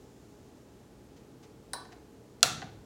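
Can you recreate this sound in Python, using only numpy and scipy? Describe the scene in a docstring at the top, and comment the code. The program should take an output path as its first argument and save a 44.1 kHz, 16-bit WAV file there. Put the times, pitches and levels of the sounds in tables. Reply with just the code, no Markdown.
"""In a kitchen, flour is sifted over the steel bowl of a stand mixer while the ventilation hums.
The flour hisses through the mesh, which brushes the rim. The sieve's hoop clinks once, then the sieve
is knocked hard on the bowl and rattles against it as it is lifted. Each hit on steel is a snap, a short
crack and ringing tones, echoed by the hard walls. The knock sets the mixer rumbling on the counter."""
import sys
import numpy as np
from scipy import signal
from scipy.fft import rfft, irfft
from scipy.io import wavfile

SR = 44100
rng = np.random.default_rng(int(sys.argv[2]) if len(sys.argv) > 2 else 0)


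def file_out(sig):
    """Save sig as 16-bit WAV at sys.argv[1]."""
    # one column per channel
    cols = np.atleast_2d(sig).T
    # limit, then scale
    lim = np.clip(cols, -1, 1)
    pcm = np.round(lim * 32767).astype(np.int16)
    wavfile.write(sys.argv[1], SR, pcm)


N = 125685

# A "colour" says how strong each frequency is; "t60" is the time a sound takes to fade by 60 dB.
# colour of the moving air (f/Hz, level/dB)
AIR_COLOUR = [(15, -46.5), (25, -23.5), (53, -2.5), (92, -6.5), (120, -2), (153, -5.5), (263, -3.5),
              (354, -4), (384, -6.5), (451, -5.5), (489, -10.5), (796, -17.5), (863, -17.5), (988, -20.5),
              (2160, -29), (7110, -33.5), (16000, -42.5)]
# hum of the fan (f/Hz, level/dB)
FAN_TONES = [(126, -68), (269, -68), (413, -68.5), (456, -70), (840, -74)]
# colour of the slow wobble in the fan's pitch (f/Hz, level/dB)
WOBBLE_COLOUR = [(1, 0), (8, 0), (30, -60), (100, -120)]
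# how long the kitchen echoes (f/Hz, t60/s)
ECHO_FADES = [(150, 0.2), (700, 0.4353), (2000, 0.49), (4500, .5), (8000, 0.36), (15000, 0.2546)]
# colour of that echo (f/Hz, level/dB)
ECHO_COLOUR = [(100, -0.5), (700, 5), (1500, 4), (3000, -1.5), (7000, -5), (10000, -4), (16000, 0)]
# sound bouncing off the counter and mixer head (delay/s, level/dB)
NEAR_ECHOES = [(.0015, -17.5), (.0040, -21), (.0088, -14.5)]
# loudness of the flour passing through the mesh (t/s, level/dB)
FLOUR_LEVELS = [(0, -71.5), (.45, -73), (.9, -78.5), (1.6, -77.5), (2.85, -77.5)]
# colour of the flour's hiss (f/Hz, level/dB)
FLOUR_COLOUR = [(500, -20.5), (2500, -5.5), (4500, -2.5), (7300, 1.5), (8800, -12.5), (16000, -14)]
# the mesh brushing the rim (t/s, peak level/dB, rise time/s)
MESH_BRUSHES = [(1.16, -63.5, 0.01), (1.426, -59.5, 0.01), (1.923, -61.5, 0.0065)]
# colour of the brushing (f/Hz, level/dB)
MESH_COLOUR = [(300, 0), (1000, 3), (2500, 0), (6500, 0), (9000, -16), (16000, -17)]
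# colour of the mixer's rumble (f/Hz, level/dB)
MIXER_COLOUR = [(20, -39.5), (45, -19.5), (75, -2.5), (105, 2), (165, 0.5), (230, -5), (350, -8),
                (600, -18), (2000, -52)]
# the mixer rocking back on its feet (t/s, level/dB)
MIXER_THUDS = [(2.64, -29), (2.725, -41)]

# ringing of the rim when the sieve only chatters on it (f/Hz, level/dB, t60/s)
RIM_TONES = [(734.3, -38, 0.096), (1500, -36, 0.014), (1986, -38, 0.013), (3740, -52, 0.012)]
# colour of the rim's snap and crack (f/Hz, level/dB)
RIM_COLOUR = [(60, -25), (190, 1.5), (1000, -3), (2000, -5.5), (2600, -8), (4000, -10.5), (6500, -12),
              (9000, -26), (16000, -30)]
# chatter after the clink and the knock (t/s, level/dB, treble cutoff/Hz, room echo/dB)
RIM_RATTLES = [(1.852, -14, 9000, -8), (1.9155, -20, 5000, -13), (1.9215, -11.5, 12000, -18),
               (1.9272, -13, 12000, -8.5), (2.6175, 2.5, 3800, -9.5), (2.6250, 1.5, 3800, -11),
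               (2.815, -24, 12000, -8)]
# ringing of the sieve's hoop and wire handle (f/Hz, level/dB, t60/s)
HOOP_TONES = [(734, -52.5, 0.38), (950, -31, 0.023), (1140, -38.5, 0.078), (1494, -38.5, 0.065),
              (1837, -36, 0.025), (3930, -35, 0.066), (3975, -46.5, 0.26), (4300, -35, 0.034),
              (4910, -40.5, 0.063), (5420, -49, 0.18), (8470, -35.5, 0.057), (9300, -41.5, 0.13),
              (9980, -36.5, 0.016), (15300, -39, 0.031)]
# colour of the hoop's snap and crack (f/Hz, level/dB)
HOOP_COLOUR = [(60, -44), (250, -3), (900, 5), (1800, -3), (2500, -15), (3200, -3), (4500, 4.5), (7200, -9),
               (9500, 0), (10600, 2.5), (11500, -26), (13500, -14), (15500, -25)]
# the tap of the hoop (t/s, level/dB, treble cutoff/Hz, room echo/dB)
HOOP_CLINKS = [(1.7330, -0.5, 16000, -3)]
# ringing of bowl and sieve struck together (f/Hz, level/dB, t60/s)
BOWL_TONES = [(490, -33, .05), (725, -23.5, .05), (754, -39, .25), (1380, -15, .032), (1520, -27, .04),
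              (2280, -25, .028), (2630, -20, .018), (2785, -17, .032), (3470, -16, .022), (4180, -11, .018),
              (4400, -12, .012), (4610, -13, .022), (5050, -12, .013), (5820, -14, .02), (7060, -10, .016),
              (7650, -16, .02)]
# colour of the bowl's snap and crack (f/Hz, level/dB)
BOWL_COLOUR = [(40, -37), (130, -8.5), (400, -7), (720, -2), (1000, -11), (1400, 2.5), (2200, -8),
               (2700, -0.5), (3050, -5.5), (3500, 3), (4400, -0.5), (7500, 4.5), (8600, -4.5), (10000, -3),
               (11500, -11.5), (16000, -14.5)]
# the sieve hitting the bowl (t/s, level/dB, treble cutoff/Hz, room echo/dB)
BOWL_KNOCKS = [(2.4072, -50, 9050, -6.5), (2.4288, -1, 16000, -6.5)]

BEND_LAG_S = 0.003023  # how late a 1 kHz bending wave in the steel arrives


def undb(db):
    """Turn decibels into a factor to multiply by."""
    return 10 ** (np.asarray(db) / 20)


def at_hz(points, hz):
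    """Read between a table's rows, with octaves evenly spaced."""
    freqs, values = np.array(points, float).T
    return np.interp(np.log(np.maximum(hz, 1)), np.log(freqs), values)


def noise(colour):
    """Steady noise of the given colour, with an average size (rms) of 1."""
    gains = undb(at_hz(colour, np.fft.rfftfreq(N, 1 / SR)))
    shaped = irfft(rfft(rng.standard_normal(N)) * gains, N)
    return shaped / np.sqrt(np.mean(shaped ** 2))


def fade(t, t60):
    """Silence before zero, then a fall of 60 dB every t60 seconds."""
    return (t >= 0) * np.exp(-np.log(1000) * np.maximum(t, 0) / t60)


def delay(x, seconds):
    """Start a sound later."""
    return np.concatenate([np.zeros(int(max(seconds, 0) * SR)), x])[:N]


def ringing_tone(age, hz, t60):
    """A fading tone that builds up over its first cycle."""
    return np.sin(2 * np.pi * hz * age) * fade(age, t60) * np.clip(age * hz, 0, 1)


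def ventilation(t, air_db=-54.5, wobble_hz=4):
    """Moving air makes a low rush, and the fan adds a few wavering tones."""
    out = undb(air_db) * noise(AIR_COLOUR)
    for hz, db in FAN_TONES:
        pitch = hz + wobble_hz * noise(WOBBLE_COLOUR)
        out += undb(db) * np.sqrt(2) * np.sin(2 * np.pi * np.cumsum(pitch) / SR)
    return out


def kitchen_echo(t, build_s=0.015):
    """The hard walls' answer to one click: deep bass and high treble die first."""
    hz = np.fft.rfftfreq(N, 1 / SR)
    spectrum = rfft(noise(ECHO_COLOUR))
    echo = np.zeros(N)
    for centre, t60 in ECHO_FADES:
        band = at_hz([(f, f == centre) for f, _ in ECHO_FADES], hz)  # 1 here, 0 at the other rows
        echo += irfft(spectrum * band, N) * fade(t, t60)
    echo *= np.minimum(t / build_s, 1)
    return echo / np.sqrt(np.sum(echo ** 2))


def sifting_flour(t, shake_hz=7, shake_db=0.5):
    """Flour whispers through the mesh, a little louder at each shake."""
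    times, levels = np.array(FLOUR_LEVELS).T
    shakes = shake_db * np.sin(2 * np.pi * shake_hz * t)
    return undb(np.interp(t, times, levels) + shakes) * noise(FLOUR_COLOUR)


def brushing_mesh(t, room, room_db=-5.5):
    """The mesh grazes the rim in short swells of noise, and the room echoes them."""
    swell = np.zeros(N)
    for start, db, rise_s in MESH_BRUSHES:
        progress = np.maximum(t - start, 0) / rise_s
        swell += undb(db) * progress * np.exp(1 - progress)
    brush = swell * noise(MESH_COLOUR)
    return brush + undb(room_db) * signal.fftconvolve(brush, room)[:N]


def mixer_rumble(t, rumble_db=-43.5, rise_s=0.015):
    """The hardest knock sets the mixer shaking on the counter; it thuds as it settles."""
    age = t - max(BOWL_KNOCKS, key=lambda row: row[1])[0]
    swell = fade(age, t60=1.7) * np.clip(age / rise_s, 0, 1)
    rumble = undb(rumble_db) * noise(MIXER_COLOUR) * swell
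    thuds = sum(undb(db) * ringing_tone(t - start, hz=155, t60=0.037) for start, db in MIXER_THUDS)
    return rumble + thuds


def bend_lag(hz):
    """Seconds a bending wave arrives late: low ones travel slowest (all alike below 500 Hz)."""
    return BEND_LAG_S * np.minimum(1000 / np.maximum(hz, 1), 2)


def steel_snap(colour):
    """A click of the given colour, smeared because its low notes cross the steel more slowly."""
    hz = np.fft.rfftfreq(N, 1 / SR)
    # folding the cepstrum (a transform of the log spectrum) packs the click's energy at its start
    cepstrum = irfft(np.log(undb(at_hz(colour, hz))), N)
    cepstrum[1:N // 2] *= 2
    cepstrum[N // 2:] = 0
    phase_lag = 2 * np.pi * np.cumsum(bend_lag(hz)) * SR / N
    click = irfft(np.exp(rfft(cepstrum) - 1j * phase_lag), N)
    return click / np.sqrt(np.sum(click ** 2))


def steel_hit(t, tones, colour, snap_db, crack_db, crack_t60, room_snap_db, room_ring_db):
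    """Struck steel snaps, cracks and rings. Gives the direct sound and the sound sent into the room."""
    ring = np.zeros(N)
    for hz, db, t60 in tones:
        age = t - bend_lag(hz) * rng.uniform(0.8, 1.22)
        ring += undb(db) * ringing_tone(age, hz, t60)
    snap = steel_snap(colour)
    burst = rng.standard_normal(N) * fade(t, crack_t60)  # a crowd of short-lived tones
    crack = signal.fftconvolve(snap, burst)[:N]
    direct = ring + undb(snap_db) * snap + undb(crack_db) * crack
    into_room = undb(room_ring_db) * ring + undb(room_snap_db) * snap
    return direct, into_room


def play_hits(table, hit, room):
    """Play a hit at each listed time, with its echoes and its own loudness and brightness."""
    direct, into_room = hit
    near = direct + sum(undb(db) * delay(direct, lag) for lag, db in NEAR_ECHOES)
    far = signal.fftconvolve(into_room, room)[:N]
    out = np.zeros(N)
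    for start, db, cutoff_hz, room_db in table:
        treble_cut = signal.butter(2, cutoff_hz, fs=SR, output="sos")
        dulled = signal.sosfilt(treble_cut, near + undb(room_db) * far)
        out += undb(db) * delay(dulled, start)
    return out


def rim_rattle(t, room):
    """The sieve chatters on the rim in light, quick taps."""
    hit = steel_hit(t, RIM_TONES, RIM_COLOUR, snap_db=-21, crack_db=-42.5, crack_t60=0.022,
                    room_snap_db=-20, room_ring_db=-3)
    return play_hits(RIM_RATTLES, hit, room)


def hoop_clink(t, room):
    """One tap sets the sieve's hoop and wire handle ringing brightly."""
    hit = steel_hit(t, HOOP_TONES, HOOP_COLOUR, snap_db=-21, crack_db=-29.5, crack_t60=0.03,
                    room_snap_db=-11.5, room_ring_db=-5)
    return play_hits(HOOP_CLINKS, hit, room)


def bowl_knock(t, room):
    """The sieve touches the bowl, then hits it hard: a loud snap and a short ring."""
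    hit = steel_hit(t, BOWL_TONES, BOWL_COLOUR, snap_db=7, crack_db=-8.5, crack_t60=0.015,
                    room_snap_db=10.5, room_ring_db=-11)
    return play_hits(BOWL_KNOCKS, hit, room)


def scene():
    """Add all the sounds together in one channel."""
    t = np.arange(N) / SR
    room = kitchen_echo(t)
    hits = bowl_knock(t, room) + hoop_clink(t, room) + rim_rattle(t, room)
    sifting = brushing_mesh(t, room) + sifting_flour(t)
    return (hits + sifting + mixer_rumble(t) + ventilation(t))[None]


def record(dry, bass_hz=36, top_hz=16200):
    """Clip the loudest peak, thin the deep bass and cut the highest treble."""
    bass_cut = signal.butter(3, bass_hz, "high", fs=SR, output="sos")
    top_cut = signal.ellip(8, 0.2, 70, top_hz, fs=SR, output="sos")
    thinned = signal.sosfilt(bass_cut, np.clip(dry, -1, 1))
    return signal.sosfilt(top_cut, thinned)


dry = scene()
out = record(dry)
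file_out(out)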